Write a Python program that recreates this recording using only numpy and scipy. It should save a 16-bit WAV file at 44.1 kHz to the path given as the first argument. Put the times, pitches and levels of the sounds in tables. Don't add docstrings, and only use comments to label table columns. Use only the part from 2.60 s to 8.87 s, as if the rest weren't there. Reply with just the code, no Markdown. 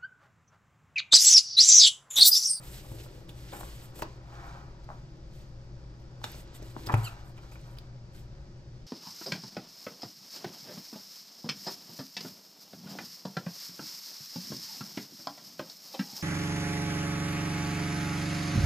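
import sys
import numpy as np
from scipy import signal
from scipy.fft import rfft, irfft, next_fast_len
from scipy.io import wavfile

SR = 44100
rng = np.random.default_rng(int(sys.argv[2]) if len(sys.argv) > 2 else 0)


def volts_from_decibels(level):
    exponent = np.asarray(level, float) / 20
    return 10 ** exponent


def bounce(signal):
    frames = np.transpose(np.atleast_2d(signal))
    limited = np.clip(frames, -1, 1)
    pcm = np.round(limited * 32767).astype(np.int16)
    wavfile.write(sys.argv[1], SR, pcm)


N = 276374


def rms_one(x):
    return x / np.sqrt(np.mean(x ** 2) + 1e-20)


def in_time(rows):
    s, *columns = np.transpose(rows)
    return [np.interp(np.arange(N) / SR, s, c) for c in columns]


def at_hz(points, hz):
    points = np.array(points)
    return np.interp(np.log(hz), np.log(points[:, 0] + 1e-9), points[:, 1])


def fft_grid():
    size = next_fast_len(N)
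    return size, np.maximum(np.arange(size // 2 + 1) * SR / size, 1)


def coloured(x, spectrum):
    size, hz = fft_grid()
    return irfft(rfft(x, size) * volts_from_decibels(at_hz(spectrum, hz)), size)[..., :N]


def drift(rate_hz):
    r = np.exp(-2 * np.pi * rate_hz * 40 / SR)
    noise = rng.standard_normal(N // 40 + 2002)
    slow = signal.lfilter([1], [1, -2 * r, r * r], noise)[2000:]
    return np.interp(np.arange(N) / 40, np.arange(len(slow)), rms_one(slow))


def ring(push, hz, t60_s):
    r, w = volts_from_decibels(-60 / (t60_s * SR)), 2 * np.pi * hz / SR
    return signal.lfilter([0, np.sin(w)], [1, -2 * r * np.cos(w), r * r], push + 1e-18)


def diffuse():
    # hz, likeness (-1 to 1)
    likeness = np.array([(60, 0.99), (130, 0.94), (290, 0.88), (640, 0.83), (1410, -0.41), (3100, 0.23),
                         (6820, -0.11), (15000, 1)])
    alike = list(zip(likeness[:, 0], np.clip(likeness[:, 1], -.99, .995)))
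    mid, side = rng.standard_normal((2, N))
    mid = coloured(mid, [(hz, 10 * np.log10(1 + c)) for hz, c in alike])
    side = coloured(side, [(hz, 10 * np.log10(1 - c)) for hz, c in alike])
    return np.array([mid + side, mid - side])


def grains(per_s, spread_db, clump_db):
    sizes = volts_from_decibels(spread_db * np.minimum(rng.exponential(1, N), 5)) * rng.choice([-1, 1], N)
    caught = rng.random(N) < per_s * volts_from_decibels(clump_db * drift(25)) / SR
    return rms_one(rms_one(sizes * caught) + 1.06 * rng.standard_normal(N))


def burst(start_s, decay_s):
    size, chatter_share, sharp_contact_s = 1500, 0.7, 0.003
    fade = np.exp(-np.arange(size) / (max(decay_s, .0003) * SR))
    chatter = rng.standard_normal(size) * fade
    chatter = chatter_share * chatter / np.sqrt(np.sum(chatter ** 2))
    chatter[0] = min(1, (sharp_contact_s / decay_s) ** 2)
    at = round(start_s * SR)
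    return slice(at, at + size), chatter


def swells(start_s, hold_s, rise_s, fall_s, peak_db, rest_db):
    t = np.arange(0, N, 40) / SR
    early = np.maximum(start_s[:, None] - t, 0)
    late = np.maximum(t - (start_s + hold_s)[:, None], 0)
    lost = early / np.maximum(rise_s, 1e-3)[:, None] + late / np.maximum(fall_s, 1e-3)[:, None]
    power = np.sum(volts_from_decibels(peak_db[:, None] - 20 * lost) ** 2, axis=0) + volts_from_decibels(rest_db) ** 2
    return np.interp(np.arange(N) / SR, t, 10 * np.log10(power))


def page_pressure():
    # start_s, length_s, fine_db, coarse_db
    strokes = [(0.036, 0.056, -54.5, -56.5), (0.125, 0.018, -52, -54.5), (0.144, 0.053, -59.5, -52.5),
               (0.253, 0.14, -60, -61), (0.392, 0.018, -59.5, -53.5), (0.432, 0.014, -60, -56.5),
               (0.477, 0.12, -69.5, -64.5), (0.69, 0.021, -66, -60), (0.784, 0.11, -63.5, -59),
               (0.89, 0.036, -67, -58), (0.933, 0.053, -53.5, -55.5), (1.004, 0.11, -57, -56.5),
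               (1.15, 0.1, -62.5, -60.5), (1.36, 0.026, -56, -57), (1.39, 0.011, -52.5, -53),
               (1.421, 0.0041, -56, -44), (1.455, 0.075, -79, -63), (1.742, 0.2, -74.5, -61.5),
               (2.232, 0.01, -82, -67.5), (2.297, 0.1, -82.5, -72), (2.74, 0.086, -73, -66),
               (3.398, 0.026, -80, -89), (3.641, 0.0042, -53, -39), (3.66, 0.078, -62, -53.5),
               (3.763, 0.041, -58.5, -60), (3.866, 0.2, -100, -64), (3.948, 0.017, -56, -58),
               (4.023, 0.003, -60.5, -61), (4.047, 0.021, -64.5, -63), (4.08, 0.034, -65.5, -62.5),
               (4.184, 0.11, -65.5, -58), (4.264, 0.0058, -50.5, -45), (4.3223, 0.0027, -51.5, -45.5),
               (4.341, 0.0029, -71, -44), (4.377, 0.037, -58.5, -56.5), (4.436, 0.049, -54.5, -54.5),
               (4.512, 0.1, -75.5, -63.5), (4.656, 0.045, -69, -84), (4.767, 0.015, -73, -64),
               (4.825, 0.061, -75, -64.5), (4.92, 0.014, -63, -60.5), (4.954, 0.11, -77.5, -66),
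               (5.1, 0.079, -75.5, -72), (5.551, 0.042, -65.5, -63)]
    resting_fine_db, resting_coarse_db = -93, -69.5
    start_s, length_s, fine_db, coarse_db = np.transpose(strokes)
    rise_s, fall_s = 0.0033 + 0.66 * length_s, 0.015 + length_s
    shape = start_s, length_s, rise_s, fall_s
    return swells(*shape, fine_db, resting_fine_db), swells(*shape, coarse_db, resting_coarse_db)


def rub(fine_db, coarse_db):
    # hz, relative_db
    bright_spectrum = [(3240, 1.5), (5500, -32), (6200, -37), (6680, -1), (7530, 9.5), (8900, 6),
                       (9940, -2), (12400, 8), (15600, -4), (15950, -55)]
    dull_spectrum = [(710, -6), (1200, -12), (1420, -5.5), (1700, -4), (2560, -5.5), (3960, -3.5),
                     (6500, -8), (8450, -17.5), (14300, -120)]
    bright = rms_one(coloured(grains(6000, 0.83, clump_db=9.0), bright_spectrum))
    dull = rms_one(coloured(grains(2500, 3.25, clump_db=2.0), dull_spectrum))
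    return volts_from_decibels(fine_db + 1.3 * drift(29)) * bright + volts_from_decibels(coarse_db) * dull


def paper_tick(chatter):
    return signal.sosfilt(signal.butter(2, [2200, 13500], "band", fs=SR, output="sos"), chatter)


def snaps():
    # start_s, drive_db, pitch_hz, decay_s
    buckles = [(0.401, -44, 2090, 0.0031), (0.693, -35.5, 3480, 0.005), (0.879, -53, 3090, 0.0044),
               (0.922, -42, 3820, 0.003), (1.4218, -26.5, 2450, 0.0014), (1.432, -37, 4760, 0.00091),
               (2.244, -51.5, 4980, 0.0034), (3.6415, -26, 3970, 0.0025), (3.6495, -51, 12500, 0.001),
               (3.7185, -44.5, 12700, 0.001), (3.751, -42, 5200, 0.0018), (3.9614, -62, 8650, 0.003),
               (4.028, -45, 6000, 0.001), (4.235, -43, 4600, 0.0038), (4.27, -28, 4760, 0.0026),
               (4.33, -35, 2720, 0.00086), (4.3415, -23, 2360, 0.0044), (4.777, -51, 2900, 0.0021),
               (4.915, -54, 6500, 0.003), (5.014, -56, 8800, 0.0033), (5.173, -47, 3180, 0.0033),
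               (5.186, -35, 4730, 0.0025)]
    out = np.zeros(N + 1500)
    for start_s, drive_db, pitch_hz, decay_s in buckles:
        where, chatter = burst(start_s, decay_s)
        chatter[0] = 0.89
        sheet = ring(chatter, pitch_hz, t60_s=0.0043)
        out[where] += volts_from_decibels(drive_db) * (1.9 * paper_tick(chatter) + 1.38 * sheet)
    return out[:N]


def slide_pressure():
    # peak_s, rise_s (per 20 dB), fall_s (per 20 dB), level_db, low_db
    slides = [(0.0, 0.1, 0.2, -55.5, 1.5), (0.33, 0.16, 0.44, -75, 28.5), (0.5, 1.2, 2.5, -66.5, 16.5),
              (0.928, -0.11, 0.15, -45, 9), (1.36, 1.5, -3, -61.5, -6), (1.428, 0.15, 0.07, -62, 22.5),
              (1.72, -2, 1.2, -58, -1), (1.84, 0.26, 0.3, -50, -7), (1.96, 0.75, 0.23, -54.5, -1),
              (2.31, -0.2, 0.16, -56.5, -7), (3.65, -0.65, -0.13, -54.5, 8), (4.05, 3, 1, -62.5, 8),
              (4.22, -0.2, 0.25, -62, 17), (4.295, -0.17, 0.39, -41.5, -14), (4.34, 0.1, -0.4, -51, 17.5),
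              (4.41, -2, -3.3, -62, 2), (4.83, -15.5, 0.25, -57.5, 4), (5.04, -1.5, 0.7, -60, -7),
              (5.79, 1.2, 1.1, -67, -9)]
    room_tone_db, room_tone_low_db = -72.5, 13
    peak_s, rise_s, fall_s, level_db, low_db = np.transpose(slides)
    shape = peak_s, 0 * peak_s, rise_s, fall_s
    high = swells(*shape, level_db, room_tone_db)
    low = swells(*shape, level_db + low_db, room_tone_db + room_tone_low_db)
    return high, low - high


def cushioned(chatter, hard_db):
    cut_hz = np.clip(3000 * 2 ** (hard_db / 17.3), 500, 9000)
    return signal.sosfilt(signal.butter(2, cut_hz, fs=SR, output="sos"), chatter)


def table(slide_db, slide_low_db):
    # start_s, drive_db, low_db (weight in the low modes),
    # hard_db (per octave above 1 kHz), decay_s
    knocks = [(0.246, -42, -1, -4, 0.013), (0.317, -38.5, 5, -37, 0.0016), (0.461, -43.5, 1, -8, 0.004),
              (0.924, -37, -10, -16, 0.012), (0.934, -37, -2, 9, 0.006), (1.01, -37.5, -24, 1, 0.0036),
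              (1.032, -33.5, -4, -23, 0.0025), (1.392, -34.5, -23, -15, 0.0045),
              (1.422, -29.5, 1.5, -14, 0.0032), (1.425, -23.5, -22, -28.5, 0.0034),
              (1.95, -46, -2, -15, 0.0033), (2.29, -36, -28, -16, 0.0027), (2.302, -29.5, -12, -23, 0.0037),
              (2.314, -32, -22, -21, 0.0068), (3.616, -46, -41, -14, 0.003),
              (3.641, -23, -25, -5.5, 0.0012), (3.674, -45.5, -17, 2, 0.0035),
              (3.744, -45.5, 4.5, 6, 0.0037), (3.998, -51, 14, -6, 0.007), (4.023, -50, 13, 7, 0.0034),
              (4.165, -24, -5.5, -26, 0.00071), (4.275, -37.5, 8.5, -11, 0.0049),
              (4.288, -28, -12, -1, 0.006), (4.296, -19, -4, -10.5, 0.0046), (4.303, -28, -15, -2, 0.0028),
              (4.307, -30.5, -0.5, -15, 0.0027), (4.3401, -21, -1, -4, 0.0011), (4.777, -46, 1, 18.5, 0.01),
              (4.92, -48, 2, 13, 0.005), (4.955, -46.5, 6, 16, 0.007)]
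    # hz, relative_db, t60_s
    low_wood = [(321.6, 1.7, 0.033), (409, -4, 0.058), (530, -1.6, 0.042)]
    high_wood = [(680, -12, 0.13), (837.7, 3, 0.022), (850, 7.5, 0.0089), (969, 13, 0.0051),
                 (1033, 2.5, 0.023), (1255, 1.5, 0.0063), (1321, 3.5, 0.015), (1435, 4.5, 0.0043),
                 (1920, -5, 0.011), (2310, 1, 0.0057)]
    out, scrape = np.zeros(N), grains(1200, 1.4, clump_db=1.5)
    hits = []
    for start_s, drive_db, low_db, hard_db, decay_s in knocks:
        where, chatter = burst(start_s, decay_s)
        hits.append((where, cushioned(chatter, hard_db), drive_db, low_db, hard_db))
    for modes, low, knock_db, cut_hz in ((low_wood, 1, -6, 220), (high_wood, 0, -12, 650)):
        wood = np.zeros(N)
        for k, (hz, level_db, t60_s) in enumerate(modes):
            push, octaves = np.zeros(N), max(np.log2(hz / 1000), 0)
            for where, chatter, drive_db, low_db, hard_db in hits:
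                push[where] += volts_from_decibels(drive_db + knock_db + low * low_db + octaves * hard_db) * chatter
            tilt_db = 6.0 * min(octaves, .55) - 18 * max(octaves - .8, 0)
            scrape_db = slide_db - 24 + tilt_db + low * (slide_low_db - 7.0)
            slide = (-1) ** k * volts_from_decibels(scrape_db) * ring(scrape, hz, 1.69 * t60_s)
            wood += volts_from_decibels(level_db) * (ring(push, hz, t60_s) + slide)
        out += signal.sosfilt(signal.butter(2, [cut_hz, 2900], "band", fs=SR, output="sos"), wood)
    return out


def thuds():
    # start_s, drive_db
    pushes = [(0.313, -36.5), (1.416, -43), (4.268, -33), (4.336, -15.5)]
    # hz, relative_db, t60_s
    top_modes = [(48, -16, 0.55), (110.4, 1.5, 0.4), (130, -6, 0.34)]
    push = np.zeros(N)
    for start_s, drive_db in pushes:
        push[round(start_s * SR)] = volts_from_decibels(drive_db)
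    soft = np.hanning(round(0.0043 * SR))
    push = signal.fftconvolve(push, soft / soft.sum())[:N]
    top = sum(volts_from_decibels(level_db) * ring(push, hz, t60_s) for hz, level_db, t60_s in top_modes)
    return signal.sosfilt(signal.butter(1, 60, "high", fs=SR, output="sos"), top)


def squeak():
    # time_s, slip_hz, level_db, soft_db (per harmonic)
    slips = [(4.438, 1390, -70, 0), (4.444, 1440, -47, 0), (4.451, 1570, -44, 0), (4.461, 1500, -45, -2),
             (4.471, 1400, -43, -6), (4.480, 1280, -44, -7), (4.488, 1220, -66, -7)]
    harmonics_db = [-14.5, -1.5, -1, -16, 0, -14, -10.5, -3]
    slip_hz, level_db, soft_db = in_time(slips)
    turn = 2 * np.pi * np.cumsum(slip_hz * (1 + 0.0225 * drift(223))) / SR
    sample = np.arange(N)
    on = (sample > slips[0][0] * SR) & (sample < slips[-1][0] * SR)
    tones = np.zeros(N)
    for k, db in enumerate(harmonics_db):
        tilt = k - 1.5 if k else -2.6
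        tones += volts_from_decibels(db + tilt * soft_db + 1.2 * drift(100)) * np.sin((k + 1) * turn)
    return on * volts_from_decibels(level_db) * tones


def ports(x):
    # hz, level_db
    left_louder = [(60, 0.5), (700, 5), (2500, -4.5), (9000, 2), (14000, -2.5)]
    # hz, phase_rad
    left_leads = [(30, 0), (200, .22), (860, 1.0), (1300, 1.7), (2400, 1.5), (4500, 1.4), (7500, .9)]
    size, hz = fft_grid()
    half = volts_from_decibels(at_hz(left_louder, hz) / 2) * np.exp(.5j * at_hz(left_leads, hz))
    return irfft(rfft(x, size) * [half, 1 / half], size)[:, :N]


def room(x):
    bass_t60_s, treble_t60_s, split_hz = 0.27, 0.055, 3500
    t = np.arange(SR // 2) / SR
    white = diffuse()[:, :len(t)] * (t > .003)
    bass = signal.sosfilt(signal.butter(1, split_hz, fs=SR, output="sos"), white)
    treble = volts_from_decibels(6.0) * (white - bass)
    tail = bass * volts_from_decibels(-60 * t / bass_t60_s) + treble * volts_from_decibels(-60 * t / treble_t60_s)
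    tail = tail / np.sqrt(np.sum(tail ** 2, axis=1, keepdims=True))
    return signal.fftconvolve(x[None], tail)[:, :N]


def air():
    # hz, relative_db
    air_spectrum = [(12, -12), (20, -44), (59, -7.5), (85, -8.5), (101, -3), (123, 0.5), (221, -16.5),
                    (365, -12.5), (456, -40), (539, -17.5), (1050, -42.5), (1690, -29.5), (3500, -44.5),
                    (5470, -30.5), (15800, -111.5)]
    # hz, width_hz, level_db
    resonances = [(28.6, 4.8, -71), (55.8, 15, -50), (134.5, 58, -53), (345, 85, -66), (537.4, 25, -69.5),
                  (4690, 200, -75)]
    noise_db, hum_hz, hum_db = -54.5, 121, -54
    out = volts_from_decibels(noise_db) * rms_one(coloured(diffuse(), air_spectrum))
    white = diffuse()
    for hz, width_hz, level_db in resonances:
        t60_s = np.log(1000) / (np.pi * width_hz)
        out += volts_from_decibels(level_db) * rms_one(ring(white, hz, t60_s))
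    turn = 2 * np.pi * hum_hz * np.arange(N) / SR + 0.56 * drift(2.6)
    return out + volts_from_decibels(hum_db + 2.9 * drift(3.9)) * np.sqrt(2) * np.sin(turn)


def scene():
    book = rub(*page_pressure()) + snaps() + table(*slide_pressure())
    finger = squeak()
    echoes = volts_from_decibels(-8.5) * room(book + volts_from_decibels(-2) * finger)
    balance = volts_from_decibels([[.8], [-.8]])
    return ports(book + finger + thuds()) + echoes + air() * balance


def top_cut(x):
    return signal.sosfilt(signal.butter(12, 16480, fs=SR, output="sos"), x)


def record(dry):
    return top_cut(dry)


dry = scene()
out = record(dry)
bounce(out)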